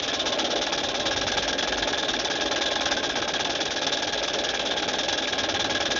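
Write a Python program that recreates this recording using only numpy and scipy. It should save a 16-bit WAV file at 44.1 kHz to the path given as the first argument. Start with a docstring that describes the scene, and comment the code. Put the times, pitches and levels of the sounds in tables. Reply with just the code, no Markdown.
"""Rapid, rasping chuffs come first: a small single-cylinder steam engine rolls past on a lawn by a brick wall.
Each stroke blows a steam jet, noise gated by the valve, up a resonant chimney; the two cylinder ends differ.
Slack taken up in rods and valve gear knocks the frame into decaying modes, and gears rattle at random.
A burner roars steadily in the flue, as noise through resonances, over a low rumble.
Behind lie a thin hiss of leaking steam, a low hum that swells, soft thuds and a narrow whine."""
import sys
import numpy as np
from scipy import signal
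from scipy.fft import rfft, irfft, next_fast_len
from scipy.io import wavfile
from scipy.ndimage import uniform_filter1d

SR = 44100
rng = np.random.default_rng(int(sys.argv[2]) if len(sys.argv) > 2 else 0)


def log_audio(samples):
    """Write samples as a 16-bit WAV file to the path given in sys.argv[1]."""
    # one column per channel
    frames = np.atleast_2d(samples).T
    # limit to full scale, then quantise
    limited = np.clip(frames, -1, 1)
    pcm = np.round(limited * 32767).astype(np.int16)
    wavfile.write(sys.argv[1], SR, pcm)


N = 264159
TIME = np.arange(N) / SR


def amp(db):
    """Level law: amplitude ratio of a level in dB."""
    return 10 ** (np.asarray(db) / 20)


def evened(x):
    """Power normalisation: scales a signal to unit RMS."""
    return x / np.sqrt(np.mean(x ** 2) + 1e-20)


def follow(rows):
    """Linear interpolation: the columns of a time table, one value a sample."""
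    s, *columns = np.transpose(rows)
    return [np.interp(TIME, s, c) for c in columns]


def colour(x, points):
    """Spectral shaping: filters by a spectrum in dB, drawn on a log-frequency axis."""
    hz, db = np.transpose(points)
    size = next_fast_len(N, True)
    bins = np.fft.rfftfreq(size, 1 / SR)
    gain_db = np.interp(np.log(bins + 1), np.log(hz + 1), db, -90, -90)
    return irfft(rfft(x, size) * amp(gain_db), size)[:N]


def resonate(x, hz, width):
    """Heterodyne resonator: shifts the curve hz down to zero, smooths, and shifts back."""
    turn = np.exp(2j * np.pi * np.cumsum(hz * np.ones(N)) / SR)
    r = np.exp(-np.pi * width / SR)
    return 2 * (turn * signal.lfilter([1 - r], [1, -r], x / turn)).real


def flutter(span, depth_db):
    """Turbulent modulation: a gain that wanders over about span samples, depth_db RMS."""
    size = max(int(span), 2)
    smooth = uniform_filter1d(uniform_filter1d(rng.standard_normal(N), size), size)
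    return amp(depth_db * evened(smooth))


SWELL_EDGE_S = 0.063


def swells(rows):
    """Amplitude envelope: soft-edged level of (start_s, length_s, level_db) rows."""
    total = 0
    for s, length, db in rows:
        to_edge = np.minimum(TIME - s, s + length - TIME)
        total = total + amp(db) * np.clip(to_edge / SWELL_EDGE_S, 0, 1)
    return total


# spectrum of steam leaking past the glands: frequency_hz [Hz], relative level_db [dB]
LEAK_SPECTRUM = [(1000, -22), (1300, 7), (2000, -12), (2400, 17), (4500, 5.5), (5300, 17.5), (6300, -17),
                 (7300, -21.5)]
LEAK_DB, LEAK_FLUTTER_DB = -48, 3.5


def leak():
    """Turbulent leakage: a thin hiss of coloured noise, steady but for a fine flutter."""
    noise = rng.standard_normal(N) * flutter(200, LEAK_FLUTTER_DB)
    return amp(LEAK_DB) * evened(colour(noise, LEAK_SPECTRUM))


# swells of the low hum: start_s [s], length_s [s], level_db [dB]
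HUM_SWELLS = [(1.3, .26, -48), (1.62, 0.29, -46.5), (2.06, 0.26, -52)]
HUM_HZ = 49.7


def hum():
    """Amplitude modulation: a low pure tone swells three times, its level wavering."""
    tone = np.sqrt(2) * np.sin(2 * np.pi * HUM_HZ * TIME)  # unit RMS
    return flutter(1500, 1.7) * swells(HUM_SWELLS) * tone


# soft low thuds: start_s [s], length_s [s], level_db [dB]
THUD_SWELLS = [(1.1, 0.21, -44), (1.35, 0.11, -45), (5.38, 0.43, -47.5)]
THUD_HZ, THUD_WIDTH_HZ = 98.4, 26  # width of each of two resonators in series


def thuds():
    """Resonant filtering: low narrow-band noise under soft-edged envelopes."""
    once = resonate(rng.standard_normal(N), THUD_HZ, THUD_WIDTH_HZ)
    return swells(THUD_SWELLS) * evened(resonate(once, THUD_HZ, THUD_WIDTH_HZ))


# course of the thin whine: time_s [s], level_db [dB]
WHINE_COURSE = [(0.0, -62), (0.03, -48), (0.35, -42), (0.37, -53.5), (1.1, -43.5), (1.32, -58), (2.72, -45),
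                (4.49, -60), (5.69, -46), (5.99, -53)]
WHINE_HZ, WHINE_WIDTH_HZ = 1066, 42  # width of each of two resonators in series


def whine():
    """Resonant filtering: noise narrowed to a slightly fuzzy tone that comes and goes."""
    once = resonate(rng.standard_normal(N), WHINE_HZ, WHINE_WIDTH_HZ)
    level_db, = follow(WHINE_COURSE)
    return amp(level_db) * evened(resonate(once, WHINE_HZ, WHINE_WIDTH_HZ))


# course of the burner: time_s [s], roar_db [dB], rumble_db [dB]
BURNER_COURSE = [(0, -33, -48), (.18, -33.5, -49), (.25, -31, -48.5), (.57, -29, -48), (.7, -33, -48),
                 (1.05, -31, -46.5), (1.13, -33, -43), (1.42, -32, -44.5), (1.5, -32, -47.5),
                 (2.4, -31.5, -48), (3.3, -32, -47.5), (3.7, -32.5, -48.5), (4.8, -31.5, -47),
                 (5.3, -32, -50), (5.42, -31, -47), (5.99, -32, -46.5)]
# spectrum of the roar: frequency_hz [Hz], relative level_db [dB]
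ROAR_SPECTRUM = [(150, -18), (220, -4.5), (260, 3), (450, 1), (690, 2.5), (760, -1), (860, 0), (960, -18),
                 (1400, -13), (2500, -19), (4500, -32), (7000, -31)]
# flue resonances: frequency_hz [Hz], width_hz of each of two resonators [Hz], level_db against the roar [dB]
FLUE_MODES = [(326, 28, -20), (409, 71, -22.5), (579.4, 130, -9.5), (687, 29, -21), (802, 79, -20)]
# spectrum of the rumble: frequency_hz [Hz], relative level_db [dB]
RUMBLE_SPECTRUM = [(12, -32.5), (20, -17.5), (49, 3.5), (146, -1), (200, 0.5), (260, -46.5), (440, -120)]


def burner():
    """Combustion noise: a flickering flame excites the flue resonances; a low rumble lies under it."""
    roar_db, rumble_db = follow(BURNER_COURSE)
    flame = rng.standard_normal(N) * flutter(210, 1.58) * flutter(1700, 0.24)
    flue = np.zeros(N)
    for hz, width, db in FLUE_MODES:
        once = resonate(flame * flutter(3000, .8), hz, width)
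        flue += amp(db) * evened(resonate(once, hz, width))
    roar = evened(evened(colour(flame, ROAR_SPECTRUM)) + flue)
    rumble = evened(colour(rng.standard_normal(N), RUMBLE_SPECTRUM) * flutter(2500, 0.9))
    return amp(roar_db) * roar + amp(rumble_db) * rumble


# usual of the two cylinder ends, outward then return, all relative:
# jet_db [dB], late_fade_db [dB], chimney_tone_db [dB], knock_db [dB]
CYLINDER_ENDS = [(1.38, -4, -0.2, -32), (-2.5, 2.5, -2, -32)]
# one row a chuff, outward and return in turn, against the usual of its end:
# start_s [s], jet_db [dB], late_fade_db [dB], knock_db [dB], smokebox_ring_db [dB]
STROKE_ROWS = [(-0.03, 4, -6.5, 4, 3.0), (0.0224, -1.0, -2, -6, 1), (0.077, 1, -1, -5, 1),
               (0.1296, 1, -2, 2, -2), (0.1917, -1, -7, -5, 4), (0.2544, -0.5, 3.5, 4.5, 1),
               (0.3197, 1.5, -4, 0.5, -1.5), (0.3845, 0.5, -3.5, 5, 0), (0.4421, 2.0, -7.5, -1, -1),
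               (0.501, 0.5, -6, -2.0, 0), (0.5561, -0.5, 0.5, 1.0, -3), (0.6116, 2, -1.5, 2.0, -3),
               (0.664, 1.5, -2.5, 4.5, -4), (0.7206, 0.5, -0.5, 6.5, -0.5), (0.7751, 0, 5, -3, 2),
               (0.8308, -0.5, -3.5, 1, 1.5), (0.8846, 1.0, 0.0, 1.5, -1.0), (0.941, -2.0, 3.5, 5, -1),
               (0.9955, -0.5, -1.5, -0.5, 1), (1.054, -0.5, 2, 3.5, 4.5), (1.1066, 0.5, 10, -0.5, -4),
               (1.1602, -1.5, 3.5, 4, 1.0), (1.211, -1.5, 3, 0.5, 3), (1.266, 0.5, 2, 6, -2),
               (1.316, -0.5, 5.5, 2.5, 1), (1.3685, 0, -5, 6.5, 4), (1.422, 1, 3.5, -2.5, -5),
               (1.4762, 0.5, 1, 5.5, -0.5), (1.527, -1.0, -10.5, -1, -2), (1.5796, -0.5, 2.5, -1.5, 1.5),
               (1.6239, 2, 0, 4, -5), (1.6721, 0, -5.5, 3.5, 0.5), (1.7207, -0.5, 0.5, 2.5, -3),
               (1.7697, -1, 1.5, 4.0, -5), (1.8217, 0.5, -6.0, 3.5, 1.5), (1.8719, -0.5, 4.5, 5.5, 0),
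               (1.9252, 0, 6, 5, -3), (1.9736, -2, 8, 3.0, 0.5), (2.0253, -3.5, 1, 3.5, 5.5),
               (2.0812, 1.5, -2.5, 0, 1), (2.1319, -0.5, 1, 2.5, 0.5), (2.1884, 1, -3, 2.0, -5),
               (2.2457, 1, -1.5, 3.5, -1.5), (2.2987, -0.5, 2.5, 3, -2), (2.3523, 1.5, -4.5, -3, 0),
               (2.4067, 0.5, -3.5, 4, -2), (2.4549, -1, -2.5, -2, 2), (2.5096, -0.5, -8.0, 6, 4),
               (2.5575, 3, 1, -2.5, -5), (2.6083, -0.5, 3, 4.5, 1), (2.656, -0.5, -0.5, -1, 6.5),
               (2.7082, -2.5, 6.5, 2.5, 3.5), (2.754, 1, -8, 4.5, 2), (2.8063, -1, 5, 5.5, 4.5),
               (2.8545, 2.5, 3, 6, 0.5), (2.909, 3, -4, 8.5, 0.5), (2.965, 0, 3, 3.5, -1.5),
               (3.0286, 1.0, 4, 5.5, 2), (3.0898, 0, -3.5, 1.5, 0.5), (3.1536, 0, -0.5, 6.5, 1.5),
               (3.2161, 0.0, 0, 2, 1.5), (3.276, 0, -8.5, 4, 1.5), (3.3354, 1.5, 3.5, 3.5, 1),
               (3.3922, 0, -0.5, 5, 1), (3.4463, 1.5, 1.5, 5, -1.0), (3.4947, -1.0, 4.0, 3.5, -2),
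               (3.5491, 1.5, -4, 0, -1), (3.6028, 0, -4.5, 1, 3), (3.6519, 0, -2, 0.0, -0.5),
               (3.705, -1, 0.5, 3, -1.0), (3.7586, 0.5, 0.5, -3.5, 0.5), (3.8139, -2, -1, 2.5, 1),
               (3.8654, 0, -5, 1.5, 3), (3.919, -1, 0, 2.0, 5), (3.969, -1, 7, -4.5, -1),
               (4.02, -1.0, 1.5, 3.0, -0.5), (4.07, 0.5, 0.5, 1.5, 2.5), (4.123, 0.5, -7, 2, 1.5),
               (4.1742, 0.0, -3.5, -2, 0), (4.2264, 0, -6, 1, 2), (4.2763, -0.5, -2.5, -1.0, -0.0),
               (4.3311, -0.5, -1.5, -1, -2), (4.3835, 0, -4, -1, 4.5), (4.4356, 0.0, -0.5, 0, -2),
               (4.4876, 1.5, -4.5, -6.0, 0.5), (4.5363, -2, 4.5, 3.5, -4), (4.5922, -1.5, 5.5, -2.5, 0),
               (4.6505, -0.5, -1.5, 0.5, 1), (4.7077, -1, -7.5, -2, 2.5), (4.7643, -2.0, 4.5, 0, 1.5),
               (4.8213, -0.5, -3.5, 2.5, 2), (4.877, 0.5, 0.5, 4.5, -0.5), (4.9314, 0, 1, -2, 1),
               (4.9838, 1, -1, 4, 1.5), (5.0313, 0.5, -0.5, -5, 1), (5.0813, 1, -1.5, 4, 4.5),
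               (5.1241, 2.5, -4.5, 2.5, -2.5), (5.1759, 2.5, -8.0, -5, 0.5), (5.2207, -1.5, 4.5, -3.0, 4),
               (5.2706, -0.5, 2.5, 2, 0), (5.3239, 0.5, 3.5, 0.5, -0.5), (5.3781, 0.5, 2.5, 3, -1),
               (5.4324, 1, -3.5, 5, -0.5), (5.4854, 1, 2, 3.0, -5), (5.5404, 2.5, -2, 0.5, -1.5),
               (5.5916, 0, 2, -0.5, 0), (5.6414, 0.5, 2.5, 2.5, -0.5), (5.695, 0, 6, 5, -2.5),
               (5.747, -0.5, 2.5, -5.0, 1.5), (5.7996, -0.5, 4, 6, -2.5), (5.8526, 2.5, -6.5, -3, -1),
               (5.9031, 0.5, 5, 3.5, 0), (5.952, -1.0, 7, 0, -1.0), (6.06, 0.0, 0.0, 0.0, 0.0)]


def strokes():
    """Double action: each stroke's start, its levels (usual of its end plus its own) and smokebox ring."""
    start, jet_db, fade_db, knock_db, ring_db = np.transpose(STROKE_ROWS)
    usual = np.transpose(CYLINDER_ENDS)[:, np.arange(len(start)) % 2]
    own = [jet_db, fade_db, np.zeros(len(start)), knock_db]
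    return start, usual + own, ring_db


# slack taken up, one row a knock: end [0 outward, 1 return], share of the stroke [0 to 1],
# struck_hz [Hz], relative level_db [dB]
KNOCK_ROWS = [(0, 0.1, 2410, 1.5), (0, .125, 3630, -1), (0, .16, 964, 11), (0, .16, 1380, 0.5),
              (0, .27, 800, 3), (1, 0.0402, 2270, 3.5), (1, .035, 1220, 1.5), (1, 0.0684, 816, 7),
              (1, .18, 3420, -0.5), (1, .27, 1290, 3.5), (1, .29, 843, 4), (1, 0.27, 2286, -1),
              (0, .12, 1660, 0), (1, .2, 1665, -2), (0, .68, 2500, -9), (1, .77, 2440, -10),
              (1, .77, 4600, -6), (1, .06, 563, 5), (1, .93, 350, 9)]
# modes of frame and boiler shell: frequency_hz [Hz], relative level_db [dB], t60_s [s]
FRAME_MODES = [(346, -3.5, 0.017), (547, -3.5, 0.019), (840, -3, 0.029), (1070, -1.5, 0.01),
               (1283, -10, 0.026), (1416, -0.5, 0.012), (1646, -5, 0.038), (2362, -3, 0.011),
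               (2630, -1, 0.0047), (3405, 0, 0.017), (4750, 2, .006)]
RATTLES_PER_S, RATTLE_SPREAD_DB = 160, 3  # gear teeth and loose pins, at random
RATTLE_HZ, RATTLE_DB = 2540, -37.5  # struck region; least level before spread and mode gains


def linkage():
    """Modal excitation: each knock rings the frame modes near the struck region; gears rattle between."""
    start, (*_, knock_db), _ = strokes()
    length = np.gradient(start)
    luck = rng.standard_normal((len(start), len(KNOCK_ROWS), 2 + len(FRAME_MODES)))
    t, out = np.arange(3000) / SR, np.zeros(N)
    spread_db = RATTLE_SPREAD_DB * np.minimum(rng.exponential(1, N + SR), 4)
    rattle = (rng.random(N + SR) < RATTLES_PER_S / SR) * amp(RATTLE_DB + spread_db)
    for m, (mode_hz, mode_db, t60) in enumerate(FRAME_MODES):
        rattle_reach_db = -12 * np.log2(mode_hz / RATTLE_HZ) ** 2
        clicks = rattle * rng.standard_normal(N + SR) * amp(rattle_reach_db)
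        for k, (end, share, hz, db) in enumerate(KNOCK_ROWS):
            mine = slice(round(end), None, 2)
            when = start[mine] + length[mine] * (share + .015 * luck[mine, k, 0])
            reach_db = -30 * np.log2(mode_hz / hz) ** 2  # modes far from the struck region ring less
            scatter_db = 0.72 * luck[mine, k, 1] + 0.54 * luck[mine, k, 2 + m]
            size = amp(knock_db[mine] + db + reach_db + scatter_db)
            # knocks before the start wrap into the unused end
            np.add.at(clicks, np.round(when * SR).astype(int), size)
        decay = amp(mode_db - 60 * t / t60)
        ring = decay * np.cos(2 * np.pi * mode_hz * t) * np.minimum(t * mode_hz, 1)  # one-cycle onset
        out += signal.oaconvolve(clicks, ring)[:N]
    return amp(3.5) * out


# steam flow through a stroke, before each band's steepness:
# share of the stroke [0 to 1], outward_db [dB], return_db [dB]
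STEAM_FLOW = [(0, -21, -14.5), (.045, -14, -13), (0.064, -3.5, -2), (.12, 1.5, 1.5), (.22, -2, 4.5),
              (0.332, -3.5, 3), (0.498, -4.5, 0.5), (0.681, -5.5, -2.5), (0.821, -15, -6),
              (0.929, -14.5, -15), (0.98, -22, -18)]
# spectrum of the jet: frequency_hz [Hz], relative level_db [dB]
JET_SPECTRUM = [(850, -13.5), (1300, -5.5), (2050, -9), (2350, -9), (2900, -3.5), (3250, -2), (3480, -3),
                (3750, -3.5), (4300, -8.5), (4800, -7), (5500, -2.5), (6200, -6), (6950, -17),
                (7300, -51.5)]
# smokebox resonances stirred by the jet, sinking as the engine rolls away:
# first_hz [Hz], last_hz [Hz], width_hz [Hz], relative level_db [dB]
SMOKEBOX_MODES = [(3377, 3365, 130, -6.5), (3577, 3555, 70, -6.5), (3885, 3880, 140, -12)]
# as the engine rolls past: time_s [s], chimney_hz [Hz], relative treble_db [dB], relative jet_db [dB],
# chimney_tone_db against the jet [dB]
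HEADING_COURSE = [(0.0, 1685, 0, -29, -7), (.95, 1664, 0, -29, -9), (1.28, 1610, 1, -29, -1),
                  (1.88, 1666, 0.5, -29.5, -1), (2.55, 1636, 1.4, -29.5, -3), (3.12, 1590, 1, -31.5, -0.5),
                  (3.8, 1650, 1.5, -29, -5), (4.52, 1660, 1, -30, -2), (4.69, 1587, -1, -29, -3.5),
                  (5.1, 1638, 1.7, -30.5, -2.5), (5.51, 1638, -2.5, -28.5, -3),
                  (5.99, 1646, 0.5, -29.5, 0.5)]
VALVE_LEAD_S = 0.0022  # the port starts to open this long before the blast is heard
TONE_SCATTER_DB, COLOUR_SCATTER_DB = .8, .6  # RMS, stroke to stroke
SMOKEBOX_WANDER = .004  # RMS share of pitch, stroke to stroke
SPITS_PER_S, SPIT_DB, SPIT_SPREAD_DB = 700, 6, 2.5  # water drops in the jet, before gating
NOTCH_HZ, NOTCH_WIDTH_HZ, NOTCH_DEPTH = 3440, 110, 0.36  # dark line between two main resonances


def exhaust():
    """Jet noise: turbulence gated by the valve; higher jet bands follow the flow more steeply."""
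    start, (jet_db, fade_db, tone_db, _), ring_db = strokes()
    count, modes = len(start), len(SMOKEBOX_MODES)
    body_db, fizz_db, *box_db = COLOUR_SCATTER_DB * rng.standard_normal((count, 2 + modes)).T
    tone_luck, *wander = rng.standard_normal((count, 1 + modes)).T

    crank = np.interp(TIME + VALVE_LEAD_S, start, np.arange(count))
    stroke = crank.astype(int)
    share = crank - stroke
    at, outward_db, return_db = np.transpose(STEAM_FLOW)
    flow_db = np.where(stroke % 2, np.interp(share, at, return_db), np.interp(share, at, outward_db))
    # a stroke may die early or hold on
    flow_db = flow_db + fade_db[stroke] * np.clip((share - .2) / 1.5, 0, 1)

    def gate(steepness, db):
        """Valve throttling: gain that follows the steam flow."""
        return uniform_filter1d(amp(db + steepness * flow_db), size=10)

    tone_hz, treble_db, level_db, pipe_db = follow(HEADING_COURSE)
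    level_db = level_db + jet_db[stroke]
    pipe_db = pipe_db + (tone_db + TONE_SCATTER_DB * tone_luck)[stroke]

    low, high, top, pipe = rng.standard_normal((4, N)) * flutter(87, 0.63) * flutter(250, 1.0)
    spit_size = amp(SPIT_DB + SPIT_SPREAD_DB * np.minimum(rng.exponential(1, N), 4))
    spits = spit_size * (rng.random(N) < SPITS_PER_S / SR) * rng.choice([-1., 1.], N)
    low, high, top = low + spits, high + spits, top + spits

    jet = np.array(JET_SPECTRUM)
    jet_hz = jet[:, 0]
    body = colour(low * gate(0.74, level_db + body_db[stroke]), jet[jet_hz < 4500])
    fizz_gate = gate(1.33, level_db + treble_db + fizz_db[stroke])
    fizz = colour(high * fizz_gate, jet[(jet_hz > 4200) & (jet_hz < 6500)])
    edge = colour(top * gate(1.5, level_db + treble_db), jet[jet_hz > 6000])

    box = np.zeros(N)
    for (hz, last_hz, width, db), off, own_db in zip(SMOKEBOX_MODES, wander, box_db):
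        stirred = low * gate(0.99, level_db + (ring_db + own_db)[stroke])
        pitch_hz = np.linspace(hz, last_hz, N) * (1 + SMOKEBOX_WANDER * off[stroke])
        box += amp(db) * np.sqrt(SR / width) * resonate(stirred, pitch_hz, width)

    tone = resonate(pipe * gate(0.9, level_db + pipe_db), tone_hz, 95)
    tone = resonate(tone, tone_hz, 370)
    blast = amp(9.5) * (body + fizz + edge) + amp(-6.5) * box
    notched = blast - NOTCH_DEPTH * resonate(blast, NOTCH_HZ, NOTCH_WIDTH_HZ)
    return notched + amp(20.0) * tone


def wall(x, t60):
    """Diffuse reflection: short scattered echoes from wall and paving, decaying 60 dB in t60 s."""
    taps = np.zeros(4000)
    at = np.arange(100, 3980, 20) + rng.integers(0, 20, 194)
    taps[at] = rng.choice([-1., 1.], 194) * amp(-60 * at / SR / t60)
    return signal.oaconvolve(x, taps / np.linalg.norm(taps))[:N]


def scene():
    """Superposition: the engine with its echoes, over leak, burner, hum, thuds and whine."""
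    engine = exhaust() + linkage()
    engine = engine + amp(-22) * wall(engine, .1)
    return (engine + leak() + burner() + hum() + thuds() + whine())[None]


EDGE_HZ = 7350


def record(dry):
    """Band limitation: a linear-phase low-pass filter removes the sound above EDGE_HZ."""
    lowpass = signal.firwin(511, EDGE_HZ, window=("kaiser", 9), fs=SR)
    return signal.oaconvolve(dry, lowpass[None], "same")


dry = scene()
out = record(dry)
log_audio(out)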